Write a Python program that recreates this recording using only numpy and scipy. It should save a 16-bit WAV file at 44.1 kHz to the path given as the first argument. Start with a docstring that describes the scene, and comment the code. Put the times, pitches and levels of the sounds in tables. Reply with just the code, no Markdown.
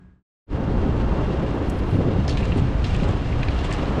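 """A small stroller rolls along a concrete sidewalk, close to one mono microphone.
Its hard wheels rumble and shake the frame, the tyres rasp on grit, and the fabric rustles faintly,
with one thin tick. From halfway on the wheels thump over slab joints and scuff through sand,
and loose plastic fittings clatter. The scene opens indoors: a quiet room hum fades out,
and a moment of silence passes before the sidewalk fades in."""
import sys
import numpy as np
from scipy import signal
from scipy.fft import rfft, irfft, next_fast_len
from scipy.io import wavfile
from scipy.ndimage import uniform_filter1d, map_coordinates

SR = 44100
rng = np.random.default_rng(int(sys.argv[2]) if len(sys.argv) > 2 else 0)


def int16_out(signal):
    """Quantize to a 16-bit WAV file."""
    q = np.round(np.clip(np.atleast_2d(signal).T, -1, 1) * 32767)
    wavfile.write(sys.argv[1], SR, q.astype(np.int16))


N = 176400

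# Indoor air, then its steady hum lines: (frequency [Hz], level [dB])
ROOM_SPECTRUM = [(15, -49), (25, -13), (65, -4), (92, -6.5), (326, -20.5), (401, -20.5), (482, -33),
                 (1660, -35.5), (1910, -41.5), (6000, -61), (8200, -63), (10000, -90), (13200, -120)]
HUM_LINES = [(60, -50.5), (183, -51.5), (1640, -70.5)]
# Noise colour of each source on the sidewalk: (frequency [Hz], level [dB])
FABRIC_SPECTRUM = [(4000, -20), (9000, 12), (13000, 4), (15500, -12)]
TICK_SPECTRUM = [(2500, -25), (5500, 3), (9500, 1.5), (11500, -8), (14500, -17), (16000, -33)]
SAND_SPECTRUM = [(1500, -18.5), (3000, 6), (4700, 4), (6000, -4.5), (7400, 1), (9000, -8), (10500, -28),
                 (16000, -50.5)]
FITTING_SPECTRUM = [(600, -34), (1400, -4.5), (2000, 3), (2600, -3.5), (3300, -3), (4200, -10),
                    (5200, -10.5), (6800, -9.5), (8000, -14), (9200, -12.5), (11000, -22), (16000, -51)]
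THUD_SPECTRUM = [(50, -3), (120, 6.5), (300, 4.5), (650, -2), (1200, -20.5), (3000, -37), (8000, -63),
                 (16000, -100)]
GRIT_SPECTRUM = [(700, -19), (1800, 0.5), (2800, -1), (3600, -4.5), (5000, -12), (6300, -16.5),
                 (7600, -20.5), (9300, -28), (10500, -36.5), (13000, -45.5), (16000, -66.5)]
TYRE_SPECTRUM = [(200, -22), (480, -0.5), (750, 0.5), (1100, -3), (1500, -7.5), (2000, -15), (3200, -30.5),
                 (9000, -69), (16000, -100)]
FRAME_SPECTRUM = [(60, -32), (120, -4), (175, 2), (235, -2), (295, -4), (400, -5), (480, -9), (650, -18),
                  (1100, -28), (4000, -89), (12000, -120)]
RUMBLE_SPECTRUM = [(8, -13.5), (22, -4), (40, -0.5), (62, 2.5), (90, -6), (120, -5), (160, -13.5),
                   (300, -44), (900, -86)]
# Swells of fabric and of sand: (time [s], level [dB], half-width [s])
FABRIC_RUSTLES = [(1.555, -70, .006), (1.645, -73.5, .006), (1.70, -65, 0.019), (1.80, -77, 0.065),
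                  (1.775, -67, .012), (1.792, -61.5, 0.0014), (1.88, -64, 0.0015), (1.935, -65.5, 0.045)]
SAND_SCUFFS = [(2.44, -52, 0.044), (2.585, -49.5, 0.017), (2.875, -52, 0.028), (2.96, -50, .025),
               (3.03, -50, 0.014), (3.10, -51.5, 0.018), (3.60, -55.5, 0.014), (3.655, -47.5, 0.015),
               (3.728, -43, 0.014), (3.885, -55, 0.026)]
# Fittings striking: (time [s], level [dB], attack [s], t60 [s], centre [Hz], sharpness [Q])
FITTING_CONTACTS = [(2.277, -31, 0.0035, 0.11, 5000, 1.7), (2.283, -33, 0.0017, 0.054, 1790, 2),
                    (2.292, -34, 0.0015, 0.18, 4300, 1.3), (2.304, -38, .003, 0.13, 3900, 1.8),
                    (2.371, -27, 0.0014, 0.04, 3000, 1), (2.401, -37, 0.00074, 0.041, 2970, 1),
                    (2.426, -34, 0.0033, 0.078, 2580, 2.5), (2.454, -35, 0.0011, 0.035, 3400, .8),
                    (2.520, -27.5, 0.00089, 0.036, 2780, 3.7), (2.571, -43, 0.002, 0.031, 8650, 6.5),
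                    (2.58, -35, .001, 0.026, 2800, 1.1), (2.842, -29, 0.0012, 0.072, 3670, 1.4),
                    (2.864, -44, .002, 0.17, 5000, 1.9), (2.947, -32.5, 0.0023, 0.057, 2750, 1.5),
                    (2.999, -34, .001, 0.036, 2300, 1.2), (3.032, -31.5, 0.0007, 0.018, 3200, 0.9),
                    (3.323, -32.5, 0.0028, 0.058, 2350, 3.6), (3.430, -25, 0.00058, 0.023, 2650, 0.91),
                    (3.483, -31, 0.00092, 0.029, 4340, 4.8), (3.484, -29, 0.00091, 0.032, 2300, 1.8),
                    (3.561, -37, .001, 0.03, 2900, 2), (3.588, -33, 0.00091, 0.041, 3550, 1.3),
                    (3.645, -36, 0.0012, 0.11, 3040, 1.6), (3.714, -33, 0.0015, 0.096, 1990, 1.4),
                    (3.733, -39, 0.0011, 0.037, 5450, 0.94), (3.855, -39, .001, .04, 3480, 1.1)]
# Ring of the fittings: (frequency [Hz], level [dB], t60 [multiple of the contact's])
FITTING_RING = [(1765, -1.5, 1.1), (2313, -3.5, 1.3), (2516, -4, 1.4), (2740, -2, 0.87), (3580, -16, 1.2),
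                (3990, -9, 1.9), (4050, -8.5, 0.78), (4400, -9, 1.1), (5033, -6, 0.6), (5380, -11, 1.1),
                (6470, -10.5, 0.91)]
# Wheels meeting slab joints: (time [s], level [dB], relative level of the hard knock [dB])
JOINT_HITS = [(1.924, -15.5, -7), (1.943, -11.5, -8), (1.953, -13.5, -5), (1.972, -23, -10),
              (1.986, -15.5, -21), (2.004, -14, 2), (2.024, -21.5, 0), (2.05, -23, -5), (2.074, -15, -5),
              (2.084, -19, 8), (2.179, -17, -9), (2.279, -15.5, -3), (2.486, -18, -2), (2.558, -14.5, -3.5),
              (2.578, -26.5, 11.5), (2.616, -15.5, -11), (2.672, -16.5, -16), (2.815, -25, -15),
              (2.851, -17.5, -8), (2.994, -24.5, -7), (3.021, -16, 0), (3.045, -22.5, 6), (3.088, -15, 0.5),
              (3.101, -26, 7), (3.13, -28, 7)]
# Ring of the struck frame: (frequency [Hz], level [dB], t60 [s])
FRAME_RING = [(105, -1.5, 0.13), (154.4, 0, 0.077), (243, -3.5, 0.075), (298, -9, 0.063), (374, -12, 0.12),
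              (466, -15, 0.019), (720, -24, 0.06)]
# Wheels and frame tubes kept ringing by the ground: (frequency [Hz], width [Hz], relative level [dB])
WHEEL_MODES = [(2780, 95, -10), (3190, 190, -15.5), (4265, 180, -20.5), (4960, 240, -24)]
TUBE_MODES = [(288.3, 28.5, -9), (531.1, 15, -17), (888, 7.5, -28.5)]
# Rolling layers along the sidewalk, before any trim or flutter: (time [s], level [dB])
GRIT_LEVELS = [(.54, -50.5), (.85, -47.5), (1.3, -45.5), (1.8, -47), (2.25, -45.5), (2.42, -42.5),
               (2.75, -46.5), (2.93, -41), (3.2, -44.5), (3.5, -42), (3.7, -41), (4, -43.5)]
TYRE_LEVELS = [(0.54, -40.5), (0.56, -37.5), (1.18, -35.5), (1.95, -37.5), (2.01, -37), (2.2, -37.5),
               (3.02, -37.5), (3.04, -34.5), (3.24, -38), (4.0, -33)]
BOUNCE_LEVELS = [(.54, -31), (1.88, -32.5), (1.97, -30), (2.2, -29), (2.62, -21), (2.8, -30), (3.05, -23.5),
                 (3.2, -29), (3.35, -25.5), (3.65, -36.5), (4, -40)]
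FRAME_LEVELS = [(.54, -29), (.65, -27.5), (1.0, -25.5), (1.3, -26), (1.9, -27.5), (2.0, -24), (2.15, -27),
                (2.45, -29.5), (2.6, -29), (2.95, -34), (3.08, -29.5), (3.2, -31), (3.58, -31.5),
                (4, -26.5)]
RUMBLE_LEVELS = [(.54, -24.5), (.6, -36.5), (.68, -22), (1.1, -22.5), (1.3, -27), (1.5, -27), (1.88, -24),
                 (1.95, -25.5), (2.2, -22.5), (2.6, -23.5), (2.9, -21), (3.08, -21.5), (3.18, -26.5),
                 (3.33, -25.5), (3.57, -23.5), (3.7, -24.5), (4, -24.5)]


def amp(db):
    """Decibels to gain."""
    return 10 ** (np.asarray(db) / 20)


def unit(x):
    """Scale to rms 1."""
    return x / np.sqrt(np.mean(x ** 2) + 1e-20)


def curve(rows):
    """(time, value) points as one value per sample."""
    return np.interp(np.arange(N) / SR, *np.transpose(rows))


def swells(rows):
    """Bell-shaped envelopes from (time [s], level [dB], half-width [s])."""
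    t = np.arange(N) / SR
    return sum(amp(db) * np.exp(-((t - s) / width) ** 2 / 2) for s, db, width in rows)


def wobble(rate):
    """A smooth random curve, rate knots a second."""
    return map_coordinates(rng.standard_normal(N // 20), [np.arange(N) * rate / SR], mode="wrap")


def filtered(x, response):
    """x times a response of frequency."""
    m = next_fast_len(N + SR // 2)
    return irfft(rfft(x, m) * response(np.fft.rfftfreq(m, 1 / SR)), m)[:N]


def coloured(x, points):
    """x shaped by (frequency [Hz], level [dB]) points, at rms 1."""
    hz, db = np.transpose(points)
    return unit(filtered(x, lambda f: amp(np.interp(np.log(f + 1), np.log(hz), db))))


def noise(points):
    """Coloured noise of rms 1."""
    return coloured(rng.standard_normal(N), points)


def sine(hz, t):
    """A sine of random phase."""
    return np.sin(2 * np.pi * (hz * t + rng.random()))


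def resonance(f, hz, width):
    """Response at f of one resonance."""
    return 1j * f * width / (hz * hz - f * f + 1j * f * width)


def ringing(spectrum, modes):
    """Resonances, each driven by its own coloured noise."""
    return sum(amp(db) * unit(filtered(noise(spectrum), lambda f: resonance(f, hz, width) ** 2))
               for hz, width, db in modes)


def steady(x, evenness, window_s=0.024):
    """x with its chance swells partly evened out, at rms 1."""
    power = np.abs(uniform_filter1d(x * x, int(window_s * SR))) + 1e-9
    return unit(x / power ** (evenness / 2))


def add(out, s, x):
    """Mix x into out from time s."""
    part = out[round(s * SR):][:len(x)]
    part += x[:len(part)]


def room_tone(air_db=-47.5, fade_from_s=0.016, silent_s=0.23):
    """Indoors: hum and air around the microphone, fading to silence."""
    t = np.arange(N) / SR
    hum = sum(amp(db) * np.sqrt(2) * sine(hz, t) for hz, db in HUM_LINES)
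    air = amp(air_db) * noise(ROOM_SPECTRUM)
    return (hum + air) * np.clip((silent_s - t) / (silent_s - fade_from_s), 0, 1)


def fabric(crinkle_db=3, tick_s=1.698, tick_db=-40.5, tick_t60_s=0.037):
    """The fabric gives faint high rustles, with one thin tick among them."""
    t = np.arange(N) / SR
    crinkle = unit(noise(FABRIC_SPECTRUM) * amp(crinkle_db * wobble(250)))
    out = crinkle * swells(FABRIC_RUSTLES)
    tick = noise(TICK_SPECTRUM) * amp(tick_db - 60 * t / tick_t60_s)
    add(out, tick_s, tick[:SR // 10])
    return out


def sand_scuffs(cracks_per_s=260, spread_db=0.5, t60_s=0.02):
    """Loose sand cracks under the wheels in clumps of grains."""
    t = np.arange(SR // 50) / SR
    cracks = rng.random(N) < cracks_per_s / SR
    strength = amp(spread_db * np.minimum(rng.exponential(size=N), 2))
    decays = signal.fftconvolve(cracks * strength, amp(-60 * t / t60_s))[:N]
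    return coloured(decays * rng.standard_normal(N), SAND_SPECTRUM) * swells(SAND_SCUFFS)


def grit(grains_per_s=700, spread_db=0.5, grain_db=-5, flutter_db=1.2, trim_db=-0.08):
    """Single grains are crushed within a hiss of grit that keeps the wheels ringing."""
    grains = (rng.random(N) < grains_per_s / SR) * rng.choice([-1, 1], N)
    strength = amp(spread_db * np.minimum(rng.exponential(size=N), 3))
    crunch = coloured(rng.standard_normal(N) + amp(grain_db) * unit(grains * strength), GRIT_SPECTRUM)
    wheels = ringing(GRIT_SPECTRUM, WHEEL_MODES)
    return (crunch + wheels) * amp(curve(GRIT_LEVELS) + trim_db + flutter_db * wobble(70))


def fitting_clatter(rough_db=4, detune=0.0019):
    """Loose fittings chatter in rough bursts; each contact favours the modes near its own centre."""
    out, t = np.zeros(N), np.arange(SR // 3) / SR
    chatter = noise(FITTING_SPECTRUM) * amp(rough_db * wobble(450))
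    for s, db, attack, t60, centre_hz, q in FITTING_CONTACTS:
        contact = lambda f: np.abs(resonance(f, centre_hz, centre_hz / q)) ** 2
        band = steady(filtered(chatter, contact), evenness=0.64, window_s=0.014)
        burst = band[rng.integers(N - len(t)):][:len(t)] * amp(-60 * t / t60)
        ring = 0
        for hz, level, t60_ratio in FITTING_RING:
            decay = amp(level + rng.normal(0, 0.98) - 60 * t / (t60 * t60_ratio))
            ring += contact(hz) * decay * sine(hz * rng.normal(1, detune), t)
        add(out, s, amp(db) * (burst + ring) * (1 - np.exp(-t / attack)))
    return out


def joint_thumps(attack_s=0.0026, thud_t60_s=0.041, push_hz=396, push_db=2.5, push_t60_s=0.014):
    """Each slab joint gives a short push and a dull thud, and rings the frame briefly."""
    out, t = np.zeros(N), np.arange(SR // 3) / SR
    for s, db, knock_db in JOINT_HITS:
        ring = 0
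        for hz, level, t60 in FRAME_RING:
            decay = amp(level + rng.normal(0, 3.7) - 60 * t / t60)
            ring += decay * sine(hz * rng.normal(1, 0.029), t)
        thud = steady(noise(THUD_SPECTRUM), evenness=0.99, window_s=0.0089)[:len(t)]
        thud *= amp(knock_db - 60 * t / thud_t60_s)
        push = np.sin(2 * np.pi * push_hz * rng.normal(1, 0.12) * t)
        push *= amp(knock_db + push_db - 60 * t / push_t60_s)
        add(out, s, amp(db) * (ring + thud + push) * (1 - np.exp(-t / attack_s)))
    return out


def tyre_rasp(shake, shake_db=0.5, trim_db=0.88):
    """The tyres rasp on the ground, wavering with its shake."""
    return noise(TYRE_SPECTRUM) * amp(curve(TYRE_LEVELS) + trim_db + shake_db * shake)


def carriage_bounce(hz=92.6, width_hz=75):
    """The carriage bounces on its wheels at one broad, low resonance."""
    sprung = filtered(rng.standard_normal(N), lambda f: resonance(f, hz, width_hz) ** 2)
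    return steady(sprung, evenness=0.42) * amp(curve(BOUNCE_LEVELS))


def frame_shudder(shake, shake_db=2, trim_db=0.45):
    """The ground shakes the frame and keeps its tubes ringing."""
    frame = steady(noise(FRAME_SPECTRUM) + ringing(FRAME_SPECTRUM, TUBE_MODES), evenness=0.24)
    return frame * amp(curve(FRAME_LEVELS) + trim_db + shake_db * shake)


def wheel_rumble(trim_db=0.42):
    """Hard wheels rumble over the concrete, close by."""
    return steady(noise(RUMBLE_SPECTRUM), evenness=0.38) * amp(curve(RUMBLE_LEVELS) + trim_db)


def scene(sidewalk_s=0.4635, fade_s=0.068):
    """Two places: the room first, then the sidewalk fades in."""
    shake = wobble(55)  # uneven concrete shakes tyres and frame together
    rolling = wheel_rumble() + carriage_bounce() + frame_shudder(shake) + tyre_rasp(shake) + grit()
    stroller = rolling + joint_thumps() + fitting_clatter() + fabric() + sand_scuffs()
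    fade_in = np.clip((np.arange(N) / SR - sidewalk_s) / fade_s, 0, 1) ** 1.97
    return (room_tone() + fade_in * stroller)[None]


def record(dry):
    """The camera's mono microphone channel passes nothing above its band limit."""
    top_hz = 15700
    return filtered(dry[0], lambda hz: hz < top_hz)[None]


dry = scene()
out = record(dry)
int16_out(out)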